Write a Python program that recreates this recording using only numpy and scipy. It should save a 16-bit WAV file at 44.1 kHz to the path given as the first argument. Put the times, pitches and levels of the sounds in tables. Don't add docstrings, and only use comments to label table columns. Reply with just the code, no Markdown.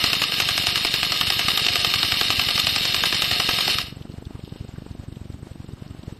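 import sys
import numpy as np
from scipy import signal
from scipy.fft import rfft, irfft
from scipy.io import wavfile
from scipy.ndimage import uniform_filter1d

SR = 44100
rng = np.random.default_rng(int(sys.argv[2]) if len(sys.argv) > 2 else 0)


def convert_level_to_amplitude(level_db):
    exponent = np.asarray(level_db, float) / 20
    return 10 ** exponent


def to_wav(s):
    ch = np.atleast_2d(s).T
    pcm = np.round(np.clip(ch, -1, 1) * 32767)
    wavfile.write(sys.argv[1], SR, pcm.astype(np.int16))


N = 273020

# (frequency [Hz], width [Hz], level [dB])
SHELL = [(709, 27, -7), (1232, 110, -6.5), (1630, 62, -8), (2170, 730, -9), (2900, 466, -1.5),
         (3712, 268, -2.5), (4274, 300, -4), (5060, 410, -6), (5600, 330, -15.5), (6940, 670, -20),
         (7940, 760, -19.5), (8540, 230, -19.5), (9200, 350, -16.5), (9830, 120, -16)]
# (frequency [Hz], width [Hz], level [dB])
BROAD = [(580, 1800, -17.5), (3550, 4100, -15)]
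# (frequency [Hz], width [Hz], level [dB])
THUD = [
    [(753, 145, -2.5), (380, 380, -7.5)],
    [(1160, 310, 4), (1686, 900, 0)],
]
FIRST_SHOT_S, CYCLE_S, SHOTS = .03805, .0898, 42


def white():
    return rng.standard_normal(N)


def level(x, db):
    return x * convert_level_to_amplitude(db) / np.sqrt(np.mean(x ** 2))


def band(x, lo_hz, hi_hz, order=2):
    return signal.sosfilt(signal.butter(order, [lo_hz, hi_hz], "bandpass", fs=SR, output="sos"), x)


def ring(x, modes, blur=0.97):
    f = np.fft.rfftfreq(4096, 1 / SR)
    power = sum(convert_level_to_amplitude(db) ** 2 / (1 + (2 * (f - hz) / (w * blur)) ** 4) for hz, w, db in modes)
    cepstrum = irfft(np.log(power) / 2)
    cepstrum[1:2048] *= 2
    cepstrum[2049:] = 0
    response = irfft(np.exp(rfft(cepstrum)))
    return signal.fftconvolve(x, response / np.linalg.norm(response))[:N]


def envelope(times, dbs, rise_s, fall_s):
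    marks = np.zeros(N)
    np.add.at(marks, (np.asarray(times) * SR).astype(int), convert_level_to_amplitude(np.asarray(dbs)))
    t = np.arange(4096) / SR
    shape = (1 - np.exp(-t / rise_s)) * np.exp(-t / fall_s)
    return signal.fftconvolve(marks, shape / shape.max())[:N]


def grit(rate, spread_db):
    hits = rng.random(N) < rate / SR
    size = convert_level_to_amplitude(spread_db * rng.exponential(size=N))
    return level(hits * size * white(), 0)


def walk(rate):
    k = int(SR / rate)
    quick = uniform_filter1d(uniform_filter1d(white(), k), k)
    return level(quick - uniform_filter1d(quick, 6 * k), 0)


def odd_ones(usual, odd):
    rows = np.array(usual).T.copy()
    rows[np.abs(rows[:, :1] - np.array(odd)[:, 0]).argmin(axis=0)] = odd
    return rows


def air():
    # (frequency [Hz], level [dB per Hz])
    spectrum = [(25, -19), (70, -3), (200, -3.5), (500, -6), (1000, -21), (1800, -26.5), (4000, -29.5),
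                (5400, -34.5), (6300, -33.5), (8200, -32.5), (9000, -36), (10500, -28)]
    hz = np.fft.rfftfreq(N, 1 / SR)
    f, db = np.transpose(spectrum)
    shape = convert_level_to_amplitude(np.interp(np.log(hz + 1), np.log(f), db))
    calm = level(irfft(rfft(white()) * shape, N), -45)
    lumps = band(calm, 34, 450) * convert_level_to_amplitude(2.0 * walk(36))
    hiss = band(calm, 507, 11000) * convert_level_to_amplitude(1.9 * walk(27))
    return lumps + hiss


def litter():
    # (time [s], length [s], low swell [dB], high swell [dB])
    stirs = [
        (4.342, .05, 5, -1),
        (4.45, .04, -7, 4.5),
        (4.57, .1, 0, 5.5),
        (4.773, 0.11, 3, 2),
        (5.3, 0.33, -5, -3),
        (5.9, 0.2, 3.5, 0.5),
    ]
    s, long_s, low_db, high_db = np.transpose(stirs)
    stir = np.exp(-((np.arange(N)[:, None] / SR - s) / long_s) ** 2)
    low = level(ring(grit(3000, 1.9), THUD[1], blur=1.0), -2)
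    high = level(ring(grit(3000, 1.9), SHELL[4:8] + BROAD[1:], blur=1.0), -2)
    return low * convert_level_to_amplitude(-64.5 + stir @ low_db) + high * convert_level_to_amplitude(-60 + stir @ high_db)


def twigs():
    # (time [s], peak [dB], frequency [Hz])
    ticks = [(4.022, -33.5, 3200), (4.118, -39, 3680), (4.253, -34, 3670), (4.4, -39, 2800),
             (4.4475, -36.5, 3670), (4.494, -37, 3670), (4.563, -41, 2990), (4.681, -39.5, 3690),
             (4.774, -50, 3020), (4.8508, -45, 3160), (4.916, -39, 4150), (5.1237, -43, 3560),
             (5.1571, -40, 2880), (5.2494, -48, 3160), (5.3236, -40, 3800), (5.5312, -45, 3150),
             (5.6619, -44, 3790), (5.7228, -39.5, 4150), (5.8136, -48, 3050), (5.8774, -39, 4400),
             (5.9054, -43, 3090), (6.031, -34, 3530)]
    # (time [s], peak [dB], frequency [Hz])
    knocks = [
        (4.059, -43, 960),
        (4.351, -41, 970),
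        (4.757, -39, 1300),
        (5.769, -48, 1020),
    ]
    out = np.zeros(N)
    t = np.arange(600) / SR
    for s, peak_db, tick_hz in ticks + knocks:
        burst = band(rng.standard_normal(600), 0.86 * tick_hz, 1.28 * tick_hz)
        tick = burst * np.exp(-t * tick_hz / 13.0)
        i = int(s * SR)
        out[i:i + 600] += convert_level_to_amplitude(peak_db - 4.5) * tick[:N - i] / np.abs(tick).max()
    return out


def trees(x):
    t = np.arange(int(.5 * SR)) / SR
    tail = rng.standard_normal(len(t)) * np.exp(-np.log(1000) * t / 0.5) * (t > .006)
    return convert_level_to_amplitude(-16.5) * signal.fftconvolve(x, tail / np.linalg.norm(tail))[:N]


def writes():
    # (time [s], peak [dB], half width [ms])
    thumps = [(0.042, -20, 2.3), (0.221, -25, 1.6), (0.2554, -31, 2.2), (0.4684, -27, 2.2),
              (0.8521, -25.5, 0.25), (0.9438, -22.5, 1.8), (1.162, -34, 1.9), (1.212, -22.5, 1.4),
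              (1.4835, -23, 1.4), (2.511, -46, 1.3), (2.9832, -27, 2.4), (3.399, -25, 1.5),
              (3.4909, -21.5, 0.75), (3.5378, -24.5, 2.1), (3.8416, -28, 3.3), (4.6918, -26, 2.3),
              (4.74, -26, 2.9), (4.7846, -22.5, 1.9), (4.8226, -26.5, 1.6), (5.1262, -24.5, 2.5),
              (5.302, -22.5, 2.35), (5.3446, -26, 3), (5.393, -35, 2.9), (5.736, -23.5, 2.5),
              (5.783, -38.7, 2.0), (5.9947, -27.5, 2.4), (6.0813, -21.5, 2.3), (6.1263, -24.5, 2.4),
              (6.1652, -37.7, 1.8)]
    # (time [s], drift [ms], swing [dB])
    clock = [(.04, 2.5, 0.5), (.47, 5.5, 1.5), (1.02, 8.5, 1), (1.24, 3.5, 1.5), (2.43, -5, 3.5),
             (2.95, -6, 1.5), (3.29, -6, 2), (3.46, -7, 1), (3.63, -4, 1.5), (4.10, -1.5, 0.9),
             (4.57, -6, 4.5), (4.91, -3, -3), (5.08, 0, -2), (5.21, 1.5, 2), (5.43, 3.5, -2),
             (5.68, 6, -1.8), (5.81, 11, 2.2), (6.15, 15, 3)]
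    count, start_s, cycle_s = 144, .0375, .04277
    k = np.arange(count)
    s = start_s + cycle_s * k
    at, drift_ms, swing_db = np.transpose(clock)
    a, b, c = rng.standard_normal((count, 3)).T
    extra_db = np.interp(s, at, swing_db) * np.where(k % 2, 1, -1) + 0.9 * a
    late_ms = np.interp(s, at, drift_ms) + .5 * extra_db + 0.67 * b
    width_ms = np.clip(1.91 + 0.2 * extra_db + 0.27 * c, .8, 3)
    return odd_ones([s + late_ms / 1000, -26.5 + extra_db, width_ms], thumps)


def write_cycle():
    out, gate = np.zeros(N + 2048), np.zeros(N + 2048)
    t = np.arange(-1024, 1024) / SR * 1000
    rows = writes()
    for (s, db, ms), (a, b, c) in zip(rows, rng.random((len(rows), 3))):
        def bump(at, w):
            return np.exp(-.5 * ((t - at * ms) / (w * ms)) ** 2)
        before = (0.033 + 0.27 * a + 0.93 / ms) * bump(-1.5 - 0.59 * c, 0.58)
        after = (0.092 + 0.36 * b) * bump(1.64, 0.89)
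        i = int(s * SR)
        out[i:i + 2048] += convert_level_to_amplitude(db) * (1.044 * bump(0, 0.31) - before - after)
        gate[i:i + 2048] += np.exp(-.5 * ((t + 1.9) / 6.2) ** 2) * (0.67 + 0.39 * c)
    fizz = level(band(white(), 7450, 8550, order=4), -60.5)
    fizz += level(band(white(), 300, 610, order=1), -51)
    return out[1024:1024 + N] + gate[1024:1024 + N] * fizz


def shots():
    # (time [s], peak [dB], body thud [dB against the crack], low thud [dB against the crack])
    slams = [(0.0399, -1, -18, -32), (0.1308, -2, -17, -18), (0.3202, -8, -22, -26), (0.4006, 0, -19, -22),
             (0.5773, -2, -31, -24), (0.7566, -3, -21, -36), (0.848, -3, -21, -17.5),
             (1.2111, -3, -17, -23), (2.2114, -2.5, -18, -20.5), (2.6685, -1, -27, -21),
             (3.036, -5, -12.5, -17), (3.125, -5.5, -17, -16.5), (3.3992, -1.5, -19, -19.5),
             (3.4893, -3, -15, -22.5), (3.5859, -3.5, -18, -40), (3.679, -7, -16.5, -13),
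             (3.7837, -5.5, -17, -38)]
    sag_s = 3.17e-5
    k = np.arange(SHOTS)
    a, b, c = rng.standard_normal((SHOTS, 3)).T
    s = FIRST_SHOT_S + CYCLE_S * k + sag_s * k * k
    return odd_ones([s, -2.5 + 0.17 * a, -21.5 + 1.0 * b, -24 + 1.0 * c], slams)


def gear_load(cycle):
    # (time [s], level [dB])
    gears = [(0.005, -22), (0.1, -24.5), (0.27, -25), (0.3, -27.5), (0.335, -25), (0.46, -25), (0.7, -24.5),
             (1.1, -25.5), (1.6, -24), (2.6, -24), (3.0, -24), (3.55, -24.5), (3.735, -22), (3.762, -29.5),
             (3.8, -23.5), (3.83, -31.5), (3.9, -42.5), (3.98, -75)]
    # (share of cycle [0-1], level [dB])
    stroke = [(0, -3.5), (.12, -1), (.19, -4), (.24, 0), (.33, -2.5), (.82, -2), (.91, -5), (1, -3)]
    burst_db = np.interp(np.arange(N) / SR, *np.transpose(gears), right=-120)
    return burst_db + np.interp(cycle, *np.transpose(stroke))


def piston_slam(s, db):
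    # (delay [ms], level [dB])
    bounces = [
        (1.0, 1),
        (1.7, -4.5),
        (2.599, -3.5),
        (3.4, -7),
        (4.998, -4),
    ]
    slam = envelope(s, db - 13.0, 0.00037, 0.003) * grit(12000, 0.42)
    for ms, rel_db in bounces:
        c = rng.standard_normal(len(s))
        i = ((s + ms / 1000 + .00015 * c) * SR).astype(int)
        slam[i] += convert_level_to_amplitude(db + rel_db + 3.5) * np.where(c > -.6, -1, 1)
    return slam


def feed_clack(s):
    # (time [s], peak [dB])
    clacks = [(0.0808, -14), (0.1003, -8.5), (0.504, -21), (0.7017, -13), (1.1485, -16), (1.1594, -11.5),
              (1.269, -7), (1.415, -20), (1.515, -8.5), (1.5957, -17), (1.6842, -8), (2.595, -12),
              (2.8803, -16), (3.0047, -19), (3.056, -16), (3.148, -12), (3.5126, -14), (3.5493, -12),
              (3.6066, -17), (3.7427, -8)]
    lag_s = .0195
    feed = np.transpose([s + lag_s, -11 + 2.5 * rng.standard_normal(len(s))])
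    times, peaks_db = np.vstack([feed[:-1], clacks]).T
    return envelope(times, peaks_db, 0.00077, 0.0036) * convert_level_to_amplitude(-11.5) * grit(14000, 0.44)


def rifle():
    s, db, body_db, low_db = shots().T
    cycle = np.interp(np.arange(N) / SR, s, np.arange(len(s))) % 1
    load_db = gear_load(cycle)
    teeth = convert_level_to_amplitude(load_db + 1.1 * walk(87) + 0.42) * (0.78 * grit(2500, 0.69) + 0.71 * white())
    panels = band(teeth, 400, 2700) * (convert_level_to_amplitude(0.95 * walk(35) - 3.5) - 1)
    tooth = np.diff(np.floor(cycle * 15 + .3 * walk(150)), prepend=0) > 0
    sector = tooth * convert_level_to_amplitude(load_db + 19.0 + 1.7 * white()) * (cycle > .2)
    out = ring(teeth + panels + feed_clack(s), SHELL + BROAD)
    out += ring(piston_slam(s, db), SHELL + BROAD, blur=1.4)
    out += ring(sector, SHELL[5:7], blur=1.17)
    for modes, rel_db in zip(THUD, (low_db, body_db)):
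        out += envelope(s, db + rel_db - 5.5, 0.0014, 0.0064) * ring(white(), modes)
    pickup = envelope(s[:-1] + 0.033, db[:-1] - 35, .0015, 0.004)
    return out + pickup * ring(white(), THUD[0][:1] + THUD[1][:1])


def scene():
    background = air() + litter() + twigs()
    gun = rifle()
    return (background + trees(gun) + write_cycle() + gun)[None]


def thin_treble(x):
    # (frequency [Hz], step [multiple of local level])
    coarse = [(1200, 0), (1500, 1.2), (1900, 0), (5300, 0), (5800, 2.2), (6500, 3.6), (6950, 2.4),
              (7400, 3.6), (8100, 1.6), (8800, 3.0), (9300, 2.8), (9700, 7.0)]
    hz, _, z = signal.stft(x, SR, window="cosine", nperseg=2048)
    patch = rng.random((len(hz) // 16 + 1, z.shape[1])).repeat(16, axis=0)[:len(hz)]
    local = uniform_filter1d(uniform_filter1d(np.abs(z), size=21, axis=0), size=3, axis=1)
    step = np.interp(hz, *np.transpose(coarse))[:, None] * (.5 + 1.2 * patch) * local + 1e-12
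    step += convert_level_to_amplitude(-108) * (.5 + patch) * (hz > 5300)[:, None]
    kept = (step * np.round(z / step) + convert_level_to_amplitude(-55) * z) * (hz < 10480)[:, None]
    return signal.istft(kept, SR, window="cosine", nperseg=2048)[1][:N]


def fake_treble(x):
    # (low edge [Hz], high edge [Hz], level [dB against the middle band], floor [dB])
    fill = [
        (11185, 12000, -18, -91),
        (12000, 14530, -19.5, -76),
        (14550, 15800, -38, -99),
        (5850, 11150, -33, -100),
    ]
    # (time [s], length [s])
    starved = [(0, .032), (.231, .08), (.415, .025), (.67, .071), (.773, .064), (.869, .048), (1.059, .036),
               (1.235, .03), (1.607, .142), (1.78, .065), (1.958, .041), (2.244, .063), (2.502, .051),
               (2.62, .04), (2.856, .063), (3.137, .069), (3.332, .036), (3.458, .034), (3.72, .04),
               (3.855, .012), (3.91, 2.4)]
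    follow = np.sqrt(uniform_filter1d(band(x, 2770, 3900) ** 2, 700) + 1e-12)
    blinks = FIRST_SHOT_S + 0.028 + CYCLE_S * np.flatnonzero(rng.random(SHOTS) < .3)
    shut = np.ones(N)
    for start_s, long_s in starved + [(s, 0.0085) for s in blinks]:
        shut[int(start_s * SR):int((start_s + long_s) * SR)] = convert_level_to_amplitude(-17)
    shut = uniform_filter1d(shut, 150)
    f = np.fft.rfftfreq(N, 1 / SR)
    out = np.zeros(N)
    for k, (lo_hz, hi_hz, rel_db, floor_db) in enumerate(fill):
        noise = level(irfft(rfft(white()) * (f > lo_hz) * (f < hi_hz), N), 0) * convert_level_to_amplitude(1.4 * walk(28))
        gain = follow * convert_level_to_amplitude(rel_db) * (shut if k == 1 else 1)
        out += noise * (gain + convert_level_to_amplitude(floor_db))
    return out


def top_cut(x):
    return signal.sosfilt(signal.butter(12, 15730, fs=SR, output="sos"), x)


def record(dry):
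    x = signal.sosfilt(signal.butter(2, 25, "highpass", fs=SR, output="sos"), dry[0])
    x = np.tanh(1.225 * x) / 1.063
    mix = thin_treble(x) + fake_treble(x)
    return top_cut(mix[None])


dry = scene()
out = record(dry)
to_wav(out)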